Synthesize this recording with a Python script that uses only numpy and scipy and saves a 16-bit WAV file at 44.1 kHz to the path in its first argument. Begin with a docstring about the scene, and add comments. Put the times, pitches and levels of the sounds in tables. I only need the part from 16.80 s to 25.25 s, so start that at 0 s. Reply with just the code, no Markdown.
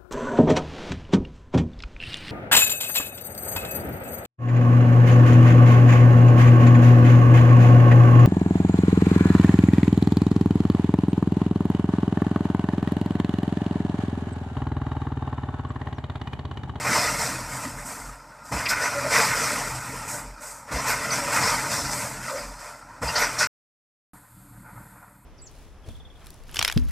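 """Piling rig on an open site

Every 2.2 s the ram lands with a knock and a ground thud. The lifting gear then shakes into a roar,
scrape and hiss and dies down; the mast clangs, air jets out and sliding steel squeals. Underneath,
a diesel throbs, one puff a firing. The sound cuts to silence and the rig returns faint and farther off."""
import sys
import numpy as np
from scipy import signal
from scipy.fft import rfft, irfft
from scipy.io import wavfile

SR = 44100
rng = np.random.default_rng(int(sys.argv[2]) if len(sys.argv) > 2 else 0)


def master_out(mix):
    """Clip the mix to full scale and print it as 16-bit PCM to the path in sys.argv[1]."""
    frames = np.transpose(np.atleast_2d(mix))
    ceiling = np.clip(frames, -1, 1)
    pcm = np.round(ceiling * 32767).astype(np.int16)
    wavfile.write(sys.argv[1], SR, pcm)


N = 372644
TIME, BINS = np.arange(N) / SR, np.fft.rfftfreq(N, 1 / SR)

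# each blow of the ram starts a stroke: start_s, knock_db, thud_db, diesel_offset_db, surge_offset_db
STROKES = [(-0.5, -28, -28, -1, -2.5), (1.711, -27.5, -27.5, -0.6, 1.2), (3.909, -34, -27, -0.5, 0.04),
           (6.213, -30, -27, -3, -4.5)]
# the ring of loose steel: frequency_hz, relative_db
LOOSE_STEEL = [(480, -10.5), (570, -1.5), (760, -3), (930, 7.5), (1130, -3), (1380, 4.5), (1520, -2.5),
               (1700, -6), (2400, -18.5)]


def ram(knock_s=0.047, thud_hz=60.8, thud_delay_s=0.051, thud_width_s=0.022):
    """Each landing gives a dull knock; the ground answers a moment later with a few deep cycles."""
    knock_spectrum = [(90, 6), (140, 3.5), (300, -6.5), (380, -24), (470, 3.5), (600, -11), (1000, -2.5),
                      (1600, -14), (2600, -34)]  # frequency_hz, relative_db
    stroke, age = stroke_clock()
    _, knock_db, thud_db, *_ = np.array(STROKES)[stroke].T
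    knock = each_stroke(swell(knock_s, rise=0.22, fall=0.55)) * noise(knock_spectrum)
    thud = np.exp(-((age - thud_delay_s) / thud_width_s) ** 2) * np.sin(2 * np.pi * thud_hz * age)
    return amp(knock_db) * knock + amp(thud_db) * thud


def lift(brightening=0.12, neutral_db=-31, ring_below_db=-42):
    """The lifting gear roars, scrapes and hisses, all three sharing one shaking and the same rushes."""
    # each voice over a stroke: idle_db, hold_db, surge_db, fade_db_per_s, release_db_per_s
    roar_envelope = (-46.5, -31, -27, 13.5, 59)
    scrape_envelope = (-62, -39.5, -32, 20, 17)
    hiss_envelope = (-61, -38.5, -31.5, 14.5, 72)
    # each voice's tone colour: frequency_hz, relative_db
    roar_spectrum = [(220, -40), (380, -18), (443, -4.5), (515, -10), (565, -3.5), (789, -6), (910, 2.5),
                     (1130, -3.5), (1390, 1), (1660, -6), (2030, -1), (2490, -10.5), (2840, -15.5),
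                     (3270, -21), (4300, -19), (5590, -51), (9460, -120)]
    scrape_spectrum = [(2120, -40), (3600, -10.5), (4600, -1), (5010, 4), (6010, 2.5), (6440, -8),
                       (7000, -4), (9100, -28.5), (15400, -120)]
    hiss_spectrum = [(3710, -35.5), (6300, -5), (6590, -3.5), (8000, 1), (9570, -5.5), (11000, -13.5),
                     (12800, -10), (13700, -11.5), (14400, -18.5)]
    # sudden rushes of the gear: start_s, length_s, roar_db, scrape_db, hiss_db
    rushes = [(0.024, 0.37, -26.5, -31.5, -34), (0.355, 0.19, -31.5, -33, -33.5),
              (0.68, 0.24, -35.5, -42, -39), (1.045, 0.066, -51, -51, -40),
              (1.067, 0.23, -41.5, -49.5, -43), (1.622, 0.19, -52, -53.5, -50),
              (1.846, 0.028, -40, -41, -49), (1.882, 0.046, -31.5, -25.5, -30.5),
              (1.895, 0.07, -32, -33, -43), (1.991, 0.15, -30.5, -36, -38), (2.292, 0.18, -20, -27, -29.5),
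              (2.582, 0.19, -32, -36.5, -37), (2.755, 0.12, -31, -41, -46), (3.265, 0.13, -41.5, -45, -34),
              (3.585, 0.22, -42.5, -50.5, -41.5), (3.857, 0.13, -39, -54, -54),
              (3.952, 0.086, -32, -39.5, -54), (4.057, 0.11, -31.5, -32, -32),
              (4.292, 0.18, -32.5, -34, -35.5), (4.506, 0.12, -26, -40.5, -34),
              (4.595, 0.14, -24.0, -28.5, -33.5), (4.882, 0.24, -37.5, -31.5, -35.5),
              (5.056, 0.27, -36.5, -42, -35.5), (5.373, 0.37, -37.5, -42.5, -43),
              (5.763, 0.2, -40.5, -50, -47.5), (6.263, 0.061, -38.5, -48.5, -57.5),
              (6.349, 0.055, -24.5, -28.5, -45.5), (6.364, 0.1, -26.5, -26.5, -34.5),
              (6.576, 0.08, -29.5, -23, -29.5)]
    powers = [stroke_power(*voice) for voice in (roar_envelope, scrape_envelope, hiss_envelope)]
    for start_s, length_s, *levels in rushes:
        for power, db in zip(powers, levels):
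            add(power, start_s, (amp(db) * swell(length_s, rise=0.25, fall=0.4)) ** 2)
    roar_gain, scrape_gain, hiss_gain = np.sqrt(powers) * amp(0.93 * wander(rate_hz=11))
    shake = wander(rate_hz=53)
    clatter = flicker(rattle(roar_spectrum, .6 * shake, grain_db=1.2), depth_db=2.7)
    scrape = flicker(rattle(scrape_spectrum, .5 * shake, grain_db=1.2), depth_db=2.4)
    hiss = flicker(rattle(hiss_spectrum, .25 * shake, grain_db=.7), depth_db=1.2)
    ring = flicker(rattle(LOOSE_STEEL, .6 * shake, grain_db=-1.0), depth_db=2.5)
    # harder shaking brightens the clatter
    clatter = high_shelf(clatter, split_hz=1550, gain=(roar_gain / amp(neutral_db)) ** brightening)
    # as the roar dies down, only the ring of loose steel is left
    ring_share = 1 / (1 + (roar_gain / amp(ring_below_db)) ** 2)
    roar = np.sqrt(1 - ring_share) * clatter + np.sqrt(ring_share) * ring
    return roar_gain * roar + scrape_gain * scrape + hiss_gain * hiss


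def stroke_power(idle_db, hold_db, surge_db, fade_db_per_s, release_db_per_s):
    """The gear starts at the blow, holds, surges as the ram is hauled up, fades and is released."""
    attack_s, surge_at_s, surge_rise_s, release_at_s = .018, 0.56, 0.098, 1.68
    stroke, age = stroke_clock()
    surge_offset_db = np.transpose(STROKES)[-1][stroke]
    hauling = np.clip((age - surge_at_s) / surge_rise_s, 0, 1)
    fade_db = fade_db_per_s * np.maximum(age - surge_at_s - surge_rise_s, 0)
    release_db = release_db_per_s * np.maximum(age - release_at_s, 0)
    db = (1 - hauling) * hold_db + hauling * (surge_db + surge_offset_db - fade_db) - release_db
    attack = np.minimum(age / attack_s, 1)
    return amp(idle_db) ** 2 + (attack * amp(db)) ** 2


def mast_clangs():
    """Jolts set the steel of the mast ringing in one crowded band."""
    jolts = [(1.901, .04, -22), (1.944, .1, -31), (2.049, 0.032, -26), (2.477, 0.11, -26),
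             (4.08, 0.09, -28.5), (6.389, 0.069, -23), (6.595, 0.06, -21.5)]  # start_s, length_s, level_db
    mast_spectrum = [(800, -31.5), (1050, -13), (1300, -5), (1480, 3), (1700, -10.5), (2100, -3),
                     (2800, -21)]  # frequency_hz, relative_db
    envelope = bursts(jolts, rise=.35, fall=0.51)
    return envelope * rattle(mast_spectrum, .5 * wander(rate_hz=100), grain_db=1.0)


def squeals():
    """Sliding steel squeals or groans briefly on one unsteady note."""
    slides = [(0.848, 0.046, 267, 40, -34.5), (1.773, 0.027, 5000, 199, -42), (1.852, .02, 4900, 699, -30),
              (1.851, 0.034, 2350, 899, -25.5), (2.029, 0.056, 6040, 120, -31),
              (2.131, 0.11, 564, 45.7, -33), (2.237, .05, 602, 60.2, -26.5),
              (2.603, 0.071, 5960, 199, -32.5), (3.88, 0.2, 5950, 162, -44.5),
              (4.301, 0.049, 6000, 161.4, -28), (4.302, 0.014, 4850, 600, -28),
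              (4.388, 0.13, 569, 50, -35.5), (4.467, 0.032, 1018, 97, -31), (5.10, 0.056, 6000, 179, -38),
              (5.484, 0.13, 560, 65, -32), (6.264, 0.042, 4920, 349, -31.5),
              (6.283, 0.03, 2760, 150.3, -34.5), (6.352, .028, 4700, 700, -24)]  # start_s, length_s, pitch_hz, width_hz, level_db
    out = np.zeros(N)
    for start_s, length_s, pitch_hz, width_hz, db in slides:
        envelope = swell(length_s, rise=.4, fall=.35)
        t = np.arange(len(envelope)) / SR
        pole = np.exp(-np.pi * width_hz / SR)
        slips = rng.standard_normal(SR) + 1j * rng.standard_normal(SR)
        swing = signal.lfilter([1], [1, -2 * pole, pole * pole], slips)[-len(t):]
        swing = swing / np.sqrt(abs(swing))  # friction holds the swing within bounds
        note = unit((swing * np.exp(2j * np.pi * pitch_hz * t)).real)
        add(out, start_s, amp(db) * envelope * note)
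    return out


def air_jet(delay_s=.165, length_s=0.06, level_db=-36):
    """Air escapes in a brief bright hiss just after each blow."""
    jet_spectrum = [(6000, -15.5), (9000, -9), (11000, -3), (13500, 4), (14400, -5)]  # frequency_hz, relative_db
    envelope = each_stroke(swell(length_s, rise=0.401, fall=.3), delay_s)
    return amp(level_db) * envelope * noise(jet_spectrum)


def near_diesel(firing_hz):
    """The exhaust rises and sinks with the engine's load through every stroke."""
    load_curve = [(0.0, -37), (0.1, -37.5), (0.33, -41), (0.48, -37), (0.75, -34.5), (1.2, -39.5),
                  (1.62, -43), (1.78, -48), (1.93, -55.5), (2.3, -51)]  # after_blow_s, level_db before the stroke's offset
    exhaust_spectrum = [(31, -31), (52, -22.5), (65, -1), (86, -9.5), (119, 2.5), (134, 2.5), (156, -1),
                        (194, -2), (259, -2.5), (286, -1), (316, -3.5), (330, -3), (365, -40.5),
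                        (380, -14.5), (490, -48), (840, -120)]  # frequency_hz, relative_db
    stroke, age = stroke_clock()
    *_, offset_db, _ = np.array(STROKES)[stroke].T
    load_db = np.interp(age, *np.transpose(load_curve)) + offset_db + 0.98 * wander(rate_hz=17)
    return amp(load_db) * exhaust(firing_hz, exhaust_spectrum, puff=0.23, waver=0.03, puffs_db=-2)


def exhaust(firing_hz, spectrum, puff, waver, puffs_db, tones_db=0):
    """One uneven puff a firing, and the tones of the pipe on multiples of that rate."""
    pipe_tones = [(2, -14.5), (3, -9), (6, -16.5)]  # firing_multiple, relative_db
    phase = 2 * np.pi * np.cumsum(firing_hz * (1 + waver * wander(rate_hz=4.6))) / SR
    puffs = colour(rng.standard_normal(N) * (1 + puff * np.cos(phase)), spectrum)
    puffs = flicker(puffs, depth_db=2.2, patch_hz=45, patch_s=.025)
    tones = np.zeros(N)
    for multiple, db in pipe_tones:
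        gain = amp(db + 3.2 * wander(rate_hz=8))
        tones += gain * np.cos(multiple * phase + 2 * np.pi * rng.random())
    return amp(puffs_db) * puffs + np.sqrt(2) * amp(tones_db) * tones


def bass(firing_hz, throb_db=-59):
    """A weak throb at the firing rate, and deep swells that come back with every stroke."""
    bass_swells = [(.06, .04, 48, -48.5), (.23, 0.06, 41.6, -46), (.835, .07, 41.8, -45.5),
                   (1.17, 0.092, 41.4, -44.5), (1.26, .035, 127.3, -37.5), (1.49, 0.076, 40, -46),
                   (1.785, 0.068, 43.5, -41)]  # after_blow_s, half_width_s, pitch_hz, level_db
    _, age = stroke_clock()
    swells = sum(sine(hz, db) * np.exp(-((age - peak_s) / width_s) ** 2)
                 for peak_s, width_s, hz, db in bass_swells)
    throb_hz = firing_hz * (1 + 0.029 * wander(rate_hz=4))
    return swells + sine(throb_hz, throb_db + 3 * wander(rate_hz=7))


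def far_rig(firing_hz=39):
    """From farther off the diesel leads, with a soft roar, a few loose clanks and a thin hiss."""
    level_curves = [(7.345, -51, -50.5, -56), (7.471, -66, -56.5, -60.5), (7.555, -54.5, -56, -58),
                    (7.831, -48, -55, -59), (7.849, -53, -47.5, -60), (7.981, -47, -46, -57),
                    (8.087, -53, -51.5, -57), (8.231, -56, -50.5, -60.5), (8.44, -57.5, -58, -65)]  # before the trims: time_s, exhaust_db, roar_db, hiss_db
    trims = (0.8, -2.6, 0.9)  # exhaust_db, roar_db, hiss_db
    clank_hits = [(7.345, 0.062, -56), (7.84, .05, -55), (7.957, 0.032, -47.5), (8.158, .012, -47.5),
                  (8.223, 0.035, -49)]  # start_s, length_s, level_db
    # tone colours at a distance: frequency_hz, relative_db
    exhaust_spectrum = [(32, -43), (55, -5), (86, -18), (119, 1.5), (151, -10.5), (194, -2), (232, -22),
                        (301, -6), (321, -13.5), (371, -39), (380, -44), (490, -73), (840, -120)]
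    roar_spectrum = [(220, -56), (380, -27), (406, -14.5), (515, -15), (550, -9), (669, -15), (739, -5.5),
                     (802, -13), (892, -1.5), (1140, -9), (1390, -2.5), (1650, -10.5), (2220, -15.5),
                     (2450, -22), (2700, -44), (3510, -68), (5940, -120)]
    hiss_spectrum = [(1530, -45.5), (2600, -18.5), (3110, -23), (3460, -20), (4350, -17), (4680, -16),
                     (5720, -24.5), (7340, -9), (7950, -8), (8660, -4.5), (9920, -14.5), (11500, -3.5),
                     (12300, -6), (13500, -19), (14400, -16.5)]
    times, *curves = np.transpose(level_curves)
    exhaust_db, roar_db, hiss_db = (np.interp(TIME, times, db) + trim for db, trim in zip(curves, trims))
    shake = wander(rate_hz=40)
    throb = sine(firing_hz, exhaust_db - 9.5)
    engine = exhaust(firing_hz, exhaust_spectrum, puff=0.46, waver=0.039, puffs_db=-1, tones_db=1)
    roar = flicker(rattle(roar_spectrum, 1.5 * shake, grain_db=0.5), depth_db=2.0)
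    hiss = noise(hiss_spectrum)
    clanks = bursts(clank_hits, rise=0.12, fall=0.27) * noise(LOOSE_STEEL)
    return throb + amp(exhaust_db) * engine + amp(roar_db) * roar + amp(hiss_db) * hiss + clanks


def rattle(spectrum, shake_db, grain_db):
    """A dense crowd of tiny impacts of uneven size, shaken louder and softer together."""
    sizes = amp(grain_db * np.minimum(rng.exponential(1, N // 32 + 1), 4))
    grains = rng.standard_normal(N) * sizes[np.arange(N) // 32]
    return colour(grains * amp(shake_db), spectrum)


def flicker(x, depth_db, patch_hz=110, patch_s=0.013):
    """Different plates and struts ring by turns: small patches of the spectrum swell and sink."""
    frames = signal.stft(x, nperseg=1024, noverlap=768)[2]
    steps = np.arange(-12, 13)
    hz, seconds = steps[:, None] * SR / 1024, steps * 256 / SR
    blob = np.exp(-(hz / patch_hz) ** 2 - (seconds / patch_s) ** 2)
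    patches = unit(signal.fftconvolve(rng.standard_normal(frames.shape), blob, "same"))
    frames *= amp(depth_db * np.clip(patches, -2.5, 2.5))
    return unit(signal.istft(frames, nperseg=1024, noverlap=768)[1][:N])


def colour(x, spectrum, skirt_db_per_octave=60):
    """Shapes x to a spectrum at unit level, lifted where the mast and housing resonate."""
    resonances = [(474, 84, 3.5), (595.4, 28, 7), (710, 36, 3.5), (1010, 86, 2), (1250, 15, 8),
                  (1385, 42, 1), (1516, 82, 2), (1850, 57, 4), (2444, 53, 5.5), (2590, 230, 5),
                  (3120, 130, 5), (3490, 90, 6), (4300, 51, 4.5), (4730, 190, 0.5), (5210, 73, 3.5),
                  (5970, 70, 0.5), (7690, 77, 4.5)]  # frequency_hz, width_hz, boost_db
    hz, db = np.transpose(spectrum)
    octave, points = np.log2(BINS + 1), np.log2(hz + 1)
    octaves_outside = np.maximum(points[0] - octave, 0) + np.maximum(octave - points[-1], 0)
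    shape_db = np.interp(octave, points, db) - skirt_db_per_octave * octaves_outside
    boost_db = sum(boost / (1 + (2 * (BINS - centre) / width) ** 2) for centre, width, boost in resonances)
    return unit(irfft(rfft(x) * amp(shape_db + boost_db), N))


def noise(spectrum):
    return colour(rng.standard_normal(N), spectrum)


def sine(hz, rms_db):
    return np.sqrt(2) * amp(rms_db) * np.sin(2 * np.pi * np.cumsum(hz * np.ones(N)) / SR)


def high_shelf(x, split_hz, gain):
    low = irfft(rfft(x) / (1 + (BINS / split_hz) ** 10), N)
    return low + gain * (x - low)


def stroke_clock():
    """For every sample, the stroke under way and the seconds since its blow."""
    starts = np.transpose(STROKES)[0]
    stroke = np.searchsorted(starts, TIME, "right") - 1
    return stroke, TIME - starts[stroke]


def each_stroke(envelope, delay_s=0):
    """Retriggers an envelope a set time after every blow."""
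    _, age = stroke_clock()
    return np.interp(age - delay_s, TIME[:len(envelope)], envelope, left=0, right=0)


def swell(length_s, rise, fall):
    """A quick rise, a hold and a dying tail; rise and fall are shares of the length."""
    progress = np.arange(int(3 * length_s * SR)) / (length_s * SR)
    attack = np.sin(np.pi / 2 * np.minimum(progress / rise, 1)) ** 2
    return attack * np.exp(-np.maximum(progress - .6, 0) / fall)


def bursts(hits, rise, fall):
    """One envelope with a swell for every hit."""
    envelope = np.zeros(N)
    for start_s, length_s, db in hits:
        add(envelope, start_s, amp(db) * swell(length_s, rise, fall))
    return envelope


def wander(rate_hz):
    """Smooth random drift of unit size, moving up to about the given rate."""
    return unit(irfft(rfft(rng.standard_normal(N)) / (1 + (BINS / rate_hz) ** 4), N))


def add(mix, start_s, sound):
    part = mix[max(round(start_s * SR), 0):][:len(sound)]
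    part += sound[:len(part)]


def amp(db):
    return 10 ** (np.asarray(db) / 20)


def unit(x):
    return x / np.sqrt(np.mean(x ** 2) + 1e-20)


def scene(firing_hz=42.5, cut_s=6.671, return_s=7.334):
    """The near rig, a silent gap, the far rig; the same in both ears."""
    diesel = near_diesel(firing_hz)
    near = lift() + ram() + mast_clangs() + air_jet() + squeals() + bass(firing_hz) + diesel
    mono = near * (TIME < cut_s) + far_rig() * (TIME > return_s)
    return np.array([mono, mono])


def record(dry, cutoff_hz=14310):
    """A steep low-pass takes off the highest treble."""
    lowpass = signal.firwin(1023, cutoff_hz, window=("kaiser", 9), fs=SR)
    return signal.oaconvolve(dry, lowpass[None], "same")


dry = scene()
out = record(dry)
master_out(out)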